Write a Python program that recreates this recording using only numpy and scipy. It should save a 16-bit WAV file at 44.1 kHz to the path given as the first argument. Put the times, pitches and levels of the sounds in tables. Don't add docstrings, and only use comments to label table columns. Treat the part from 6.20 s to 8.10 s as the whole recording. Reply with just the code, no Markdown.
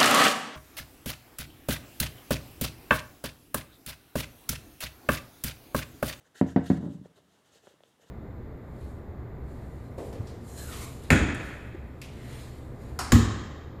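import sys
import numpy as np
from scipy import signal
from scipy.fft import rfft, irfft, next_fast_len
from scipy.io import wavfile
from scipy.ndimage import uniform_filter1d

SR = 44100
rng = np.random.default_rng(int(sys.argv[2]) if len(sys.argv) > 2 else 0)


def rack_gain(trim_db):
    fader = np.asarray(trim_db, float)
    return 10 ** (fader / 20)


def master(y):
    cut = np.clip(np.atleast_2d(y).T, -1, 1)
    pcm = np.round(cut * 32767)
    wavfile.write(sys.argv[1], SR, pcm.astype(np.int16))


N = 83790


def unit(x):
    return x / np.sqrt(np.mean(x ** 2) + 1e-20)


def along(points, hz):
    f, v = np.transpose(points)
    return np.interp(np.log(hz + 1), np.log(f + 1), v)


def filtered(x, response):
    m = next_fast_len(N + SR // 2)
    return irfft(rfft(x, m) * response(np.fft.rfftfreq(m, 1 / SR)), m)[..., :N]


def peak(f, hz, width):
    return 1j * f * width / (hz * hz - f * f + 1j * f * width)


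def resonances(rows):
    def response(f):
        return sum((-1) ** k * rack_gain(db) * peak(f, hz, w) for k, (hz, w, db) in enumerate(rows))
    return response


def slips(rate, spread_db):
    draw = rng.random((3, N))
    happens = draw[0] < rate / SR
    sign = np.sign(draw[1] - .5)
    size = rack_gain(-spread_db * np.log(draw[2] + 1e-9))
    return unit(happens * sign * size)


def friction(share, rate, spread_db):
    return np.sqrt(share) * slips(rate, spread_db) + np.sqrt(1 - share) * rng.standard_normal(N)


def place(rows):
    out = np.zeros(N + SR)
    for s, sound in rows:
        out[round(s * SR):][:len(sound)] += sound
    return out[:N]


def press(t, contact):
    return np.sin(np.pi * np.clip(t / contact, 0, 1)) ** 2


# (frequency [Hz], width [Hz])
HOLLOW = [(248, 135), (100, 165), (100, 3000)]


def hollow_boom(samples):
    click = np.eye(1, N)[0]
    boom = filtered(click, lambda f: np.prod([peak(f, hz, w) for hz, w in HOLLOW], axis=0))[:samples]
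    return boom / np.abs(boom).max()


# (frequency [Hz], level [dB], time to fall
# 60 dB [s])
SHELL = [(82.2, -28.5, 0.56), (125.9, -23.5, 0.35), (164.6, -23, 0.44), (197.8, -22, 0.51),
         (266.6, -30, 0.57), (324.2, -24.5, 0.3), (462.2, -28.5, 0.22), (565.5, -17, 0.11),
         (711, -19.5, 0.072), (941, -33, 0.21), (1293, -28.5, .06), (1817, -34, 0.049),
         (600.4, -35.5, 0.18), (389, -33, 0.1)]


def shell_ring(t):
    rise_s = 0.0067
    ring = 0
    for hz, level, t60 in SHELL:
        decay = rack_gain(level + rng.normal(0, 1.5) - 60 * t / t60)
        ring = ring + decay * np.sin(2 * np.pi * hz * t) * (1 - np.exp(-t * hz / 100 / rise_s))
    return ring


# (frequency [Hz], density [dB per Hz])
SLAP = [(300, 6), (700, 7), (1200, -7), (1800, -4), (2400, -13), (3300, -22), (4500, -27.5), (8000, -49.5)]


def cloth_slaps(t):
    noise = unit(filtered(rng.standard_normal((len(BLOWS), N)), lambda f: rack_gain(along(SLAP, f))))
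    crack_and_rustle = rack_gain(8.5 - 60 * t / 0.0036) + rack_gain(-60 * t / 0.171)
    return noise[:, :len(t)] * rack_gain(-25) * crack_and_rustle * (1 - np.exp(-t / 0.00014))


# (delay [s], share of the direct sound)
ECHOES = [(.0103, .88), (.0144, .44), (.0205, -.25), (.0298, .47)]


def surfaces(f):
    returns = sum(g * np.exp(-2j * np.pi * f * s) for s, g in ECHOES)
    return 1 + returns / (1 + 1j * f / 290) ** 2


# (time [s], strength [dB], contact [s])
BLOWS = [
    (.2125, -8.6, .0005),
    (.3611, -7.6, .0003),
    (.5013, -6.8, .0011),
]
SNAP_DB = [-90, -59, -87]
SLAP_DB = [-0.5, 4, 0.5]
# (time [s], level [dB], contact [s])
NUDGES = [(0.582, -30.5, 0.0031), (0.604, -27.5, 0.0017), (0.616, -34, 0.0012), (.629, -26.5, 0.0017),
          (.638, -29, 0.00083), (0.6443, -28, 0.0015), (.651, -26, 0.0022), (.661, -21.5, 0.0024),
          (.684, -28, 0.003), (0.694, -32.5, 0.0051), (.707, -36.5, 0.0038), (0.717, -36, 0.003),
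          (.735, -39, 0.0031), (0.7501, -31.5, 0.0032), (0.768, -39, 0.0031), (.794, -38, 0.0037),
          (0.812, -36.5, 0.0026), (.98, -73, 0.0058)]


def blows():
    t = np.arange(SR // 2) / SR
    boom = hollow_boom(len(t))
    booms, rest = [], []
    for (s, db, contact), snap_db, slap_db, slap in zip(BLOWS, SNAP_DB, SLAP_DB, cloth_slaps(t)):
        push = press(t[:200], contact)
        push = push / push.sum()
        ring = np.convolve(shell_ring(t), push)[:len(t)]
        snap = np.diff(rng.standard_normal(len(t) + 1)) * rack_gain(snap_db - 60 * t / .008)
        booms.append((s, -rack_gain(db) * np.convolve(boom, push)[:len(t)]))
        rest.append((s, snap - rack_gain(db) * (ring + rack_gain(slap_db) * slap)))
    for s, db, contact in NUDGES:
        push = press(t[:300], contact) * 2 / (contact * SR)
        rest.append((s, -rack_gain(db) * np.convolve(boom, push)))
    return filtered(place(booms), surfaces) + place(rest)


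# (time [s], level [dB])
DRAG = [
    (.53, -51),
    (.58, -33),
    (.62, -62),
    (.67, -37.5),
    (.71, -41.5),
    (.77, -49.5),
    (0.829, -53),
    (.89, -69.5),
    (1.119, -75),
]
# (frequency [Hz], width [Hz], level [dB])
DRAG_RING = [(92, 21, -3.5), (125, 9.3, 0.5), (166, 47, 5.5), (197.2, 15, 4), (270, 16, 2.5),
             (323, 69, -10.5), (420, 48, -18.5), (600, 28, -9), (886, 900, -22)]


def drag():
    s, db = np.transpose(DRAG)
    pull = rack_gain(np.interp(np.arange(N) / SR, s, db, left=-120, right=-120))
    force = pull * friction(share=.15, rate=200, spread_db=1.5)
    return rack_gain(23) * filtered(force, lambda f: resonances(DRAG_RING)(f) / (1 + 1j * f / 500) ** 2)


def patchy(x, db):
    z = signal.stft(x, nperseg=256)[2]
    field = uniform_filter1d(uniform_filter1d(rng.standard_normal(z.shape), 8, 0), 6, 1)
    return signal.istft(z * rack_gain(db * unit(field)), nperseg=256)[1][:N]


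# (start [s], length [s], level [dB], murmur [dB], whistle [dB])
STROKES = [(0, .03, -73, 5, 0.5), (0.034, 0.066, -72, 1, 2), (.14, 0.03, -66, -2, 8.5),
           (0.142, 0.09, -54.5, -9, -2.5), (0.246, 0.11, -58, -10, -1.5), (.34, 0.16, -70, -18, -2.5),
           (0.428, 0.056, -60.5, -4, -7.5), (0.453, 0.044, -53.5, -10, -3), (0.47, 0.086, -56, -8, -12),
           (0.496, 0.014, -62, -20, -18), (0.519, 0.091, -62, -9, 1), (0.568, 0.012, -64.5, -15, -17),
           (0.588, 0.121, -66, 15.5, 0), (0.676, 0.11, -65.5, -27, -12), (0.832, 0.054, -69.5, 8.5, -1),
           (0.946, 0.063, -66.5, 4, -6.5), (1.044, 0.22, -72, 0.5, -10.5), (1.23, 0.1, -68.5, -2, -8),
           (1.3, 0.12, -62.5, -4.5, -7), (1.399, 0.17, -64.5, -0.5, -9), (1.601, 0.17, -72.5, -16, -18),
           (1.789, 0.079, -67, -1.5, -4.5), (1.842, 0.13, -65.5, -6.5, -4)]
# (frequency [Hz], density [dB per Hz])
FIBRES = [(1410, -40.5), (2400, -3), (3640, -3.5), (4490, -9.5), (5470, -10), (7080, -5.5), (9990, -10.5),
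          (11900, -12.5), (15600, -15)]
# (frequency [Hz], width [Hz], level [dB])
RIBS = [(2970, 280, -6), (3770, 200, -3.5), (4400, 290, -0.5), (6500, 960, -5), (8100, 560, -12.5),
        (11800, 340, -0.5)]
# (frequency [Hz], width [Hz], level [dB])
RUB = [(450, 350, 7.5), (960, 750, -1.5)]
# (frequency [Hz], width [Hz], level [dB])
WHISTLE = [(1296, 140, -1), (1780, 440, 1.5)]


def strokes():
    t = np.arange(N) / SR
    rise, hold = 0.37, .15
    gains = np.zeros((3, N))
    for s, length, db, murmur_db, whistle_db in STROKES:
        corners = s + length * np.array([0, rise, rise + hold, 1])
        speed = np.sin(np.pi / 2 * np.interp(t, corners, [0, 1, 1, 0])) ** 2
        gains = gains + rack_gain([[db], [db + murmur_db], [db + whistle_db]]) * speed
    grit = patchy(friction(share=.25, rate=3000, spread_db=2), 1.8)

    def weave(f):
        return rack_gain(along([(1200, -45)] + list(FIBRES), f)) * (1 + np.abs(resonances(RIBS)(f)))

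    def body(rows, order):
        return unit(filtered(grit, lambda f: resonances(rows)(f) ** order / (1 + (f / 2300) ** 4)))

    hiss = unit(filtered(grit, weave))
    top = filtered(hiss, lambda f: 1 / (1 + (9000 / (f + 1)) ** 4))
    hiss = hiss + top * ((gains[0] / gains[0].max()) ** .2 - 1)
    return (gains * [hiss, body(RUB, order=1), body(WHISTLE, order=2)]).sum(axis=0)


# (time [s], peak [dB], pitch [Hz], time to fall 60 dB [s], snap [dB])
TICKS = [(0.8578, -35.5, 420, 0.0087, -27), (1.004, -51, 600, 0.0037, -1), (1.357, -55, 450, 0.02, -19),
         (1.4709, -45, 526, 0.013, 2), (1.476, -40, 450, 0.0083, -7), (1.51, -59, 450, 0.017, -16),
         (1.54, -53, 374, 0.014, -18), (1.6059, -50, 600, 0.011, -8), (1.6076, -63, 3500, .004, -3),
         (1.6361, -48, 560, 0.012, -4), (1.6357, -51, 3400, 0.006, -20), (.971, -52.5, 346, 0.01, -15),
         (1.66, -62.5, 483, 0.018, -18.5), (1.675, -59.5, 450, 0.011, -11), (1.797, -56, 518, 0.017, -18),
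         (1.83, -61, 548, 0.012, -9), (1.845, -50.5, 484, 0.0048, -16), (1.862, -56, 450, 0.01, -9),
         (.345, -70.5, 5840, 0.0054, -9), (.463, -64.5, 4000, 0.0081, -15), (.573, -67, 3400, 0.0042, 5)]
# (frequency [Hz], width [Hz], level [dB])
TICK_SNAP = [(889, 820, -4.5), (1786, 900, 2), (3400, 410, 0.5)]


def ticks():
    t = np.arange(SR // 10) / SR
    thuds, snaps = [], []
    for s, db, hz, t60, snap_db in TICKS:
        swell = 1 - np.exp(-t * hz / 0.25)
        thuds.append((s, 2 * rack_gain(db - 60 * t / t60) * swell * np.sin(2 * np.pi * hz * t)))
        snaps.append((s, rack_gain(db + snap_db + 9.0 - 60 * t / 0.0022) * rng.standard_normal(len(t))))
    return place(thuds) + filtered(place(snaps), resonances(TICK_SNAP))


# (frequency [Hz], time to fall 60 dB [s])
ROOM = [(80, 0.18), (250, 0.26), (1000, 0.25), (4000, .3), (12000, 0.087)]
# (frequency [Hz], level [dB])
ROOM_TONE = [(100, -4.5), (250, -5), (600, -2.5), (1500, -2), (2100, 0), (3000, 0)]


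def room(x):
    hz, t, z = signal.stft(rng.standard_normal(SR // 2), SR, nperseg=256)
    tail = signal.istft(z * rack_gain(-60 * t / along(ROOM, hz)[:, None]), SR, nperseg=256)[1]
    late = np.pad(x, (round(.034 * SR), 0))
    answer = signal.fftconvolve(late, tail / np.linalg.norm(tail))[:N]
    return rack_gain(-13.5) * filtered(answer, lambda f: rack_gain(along(ROOM_TONE, f)))


# (frequency [Hz], density [dB per Hz])
AIR = [(15, -41), (25, -6.5), (169, -8), (705, -15), (1810, -20.5), (2860, -21.5), (3750, -23.5),
       (4290, -28), (15600, -29)]


def still_air():
    return rack_gain(-67.5) * unit(filtered(rng.standard_normal(N), lambda f: rack_gain(along(AIR, f))))


def scene():
    near = blows() + drag() + strokes() + ticks()
    return (near + room(near) + still_air())[None]


def top_cut(x):
    return signal.sosfilt(signal.butter(12, 15770, fs=SR, output="sos"), x)


def record(dry):
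    low_cut = signal.butter(4, 76, "high", fs=SR, output="sos")

    def tone(f):
        table_dip = 1 - .5 * peak(f, 2420, 400)
        return table_dip / (1 + (f / 12720) ** 4)

    mix = filtered(signal.sosfilt(low_cut, dry), tone)
    return top_cut(mix)


dry = scene()
out = record(dry)
master(out)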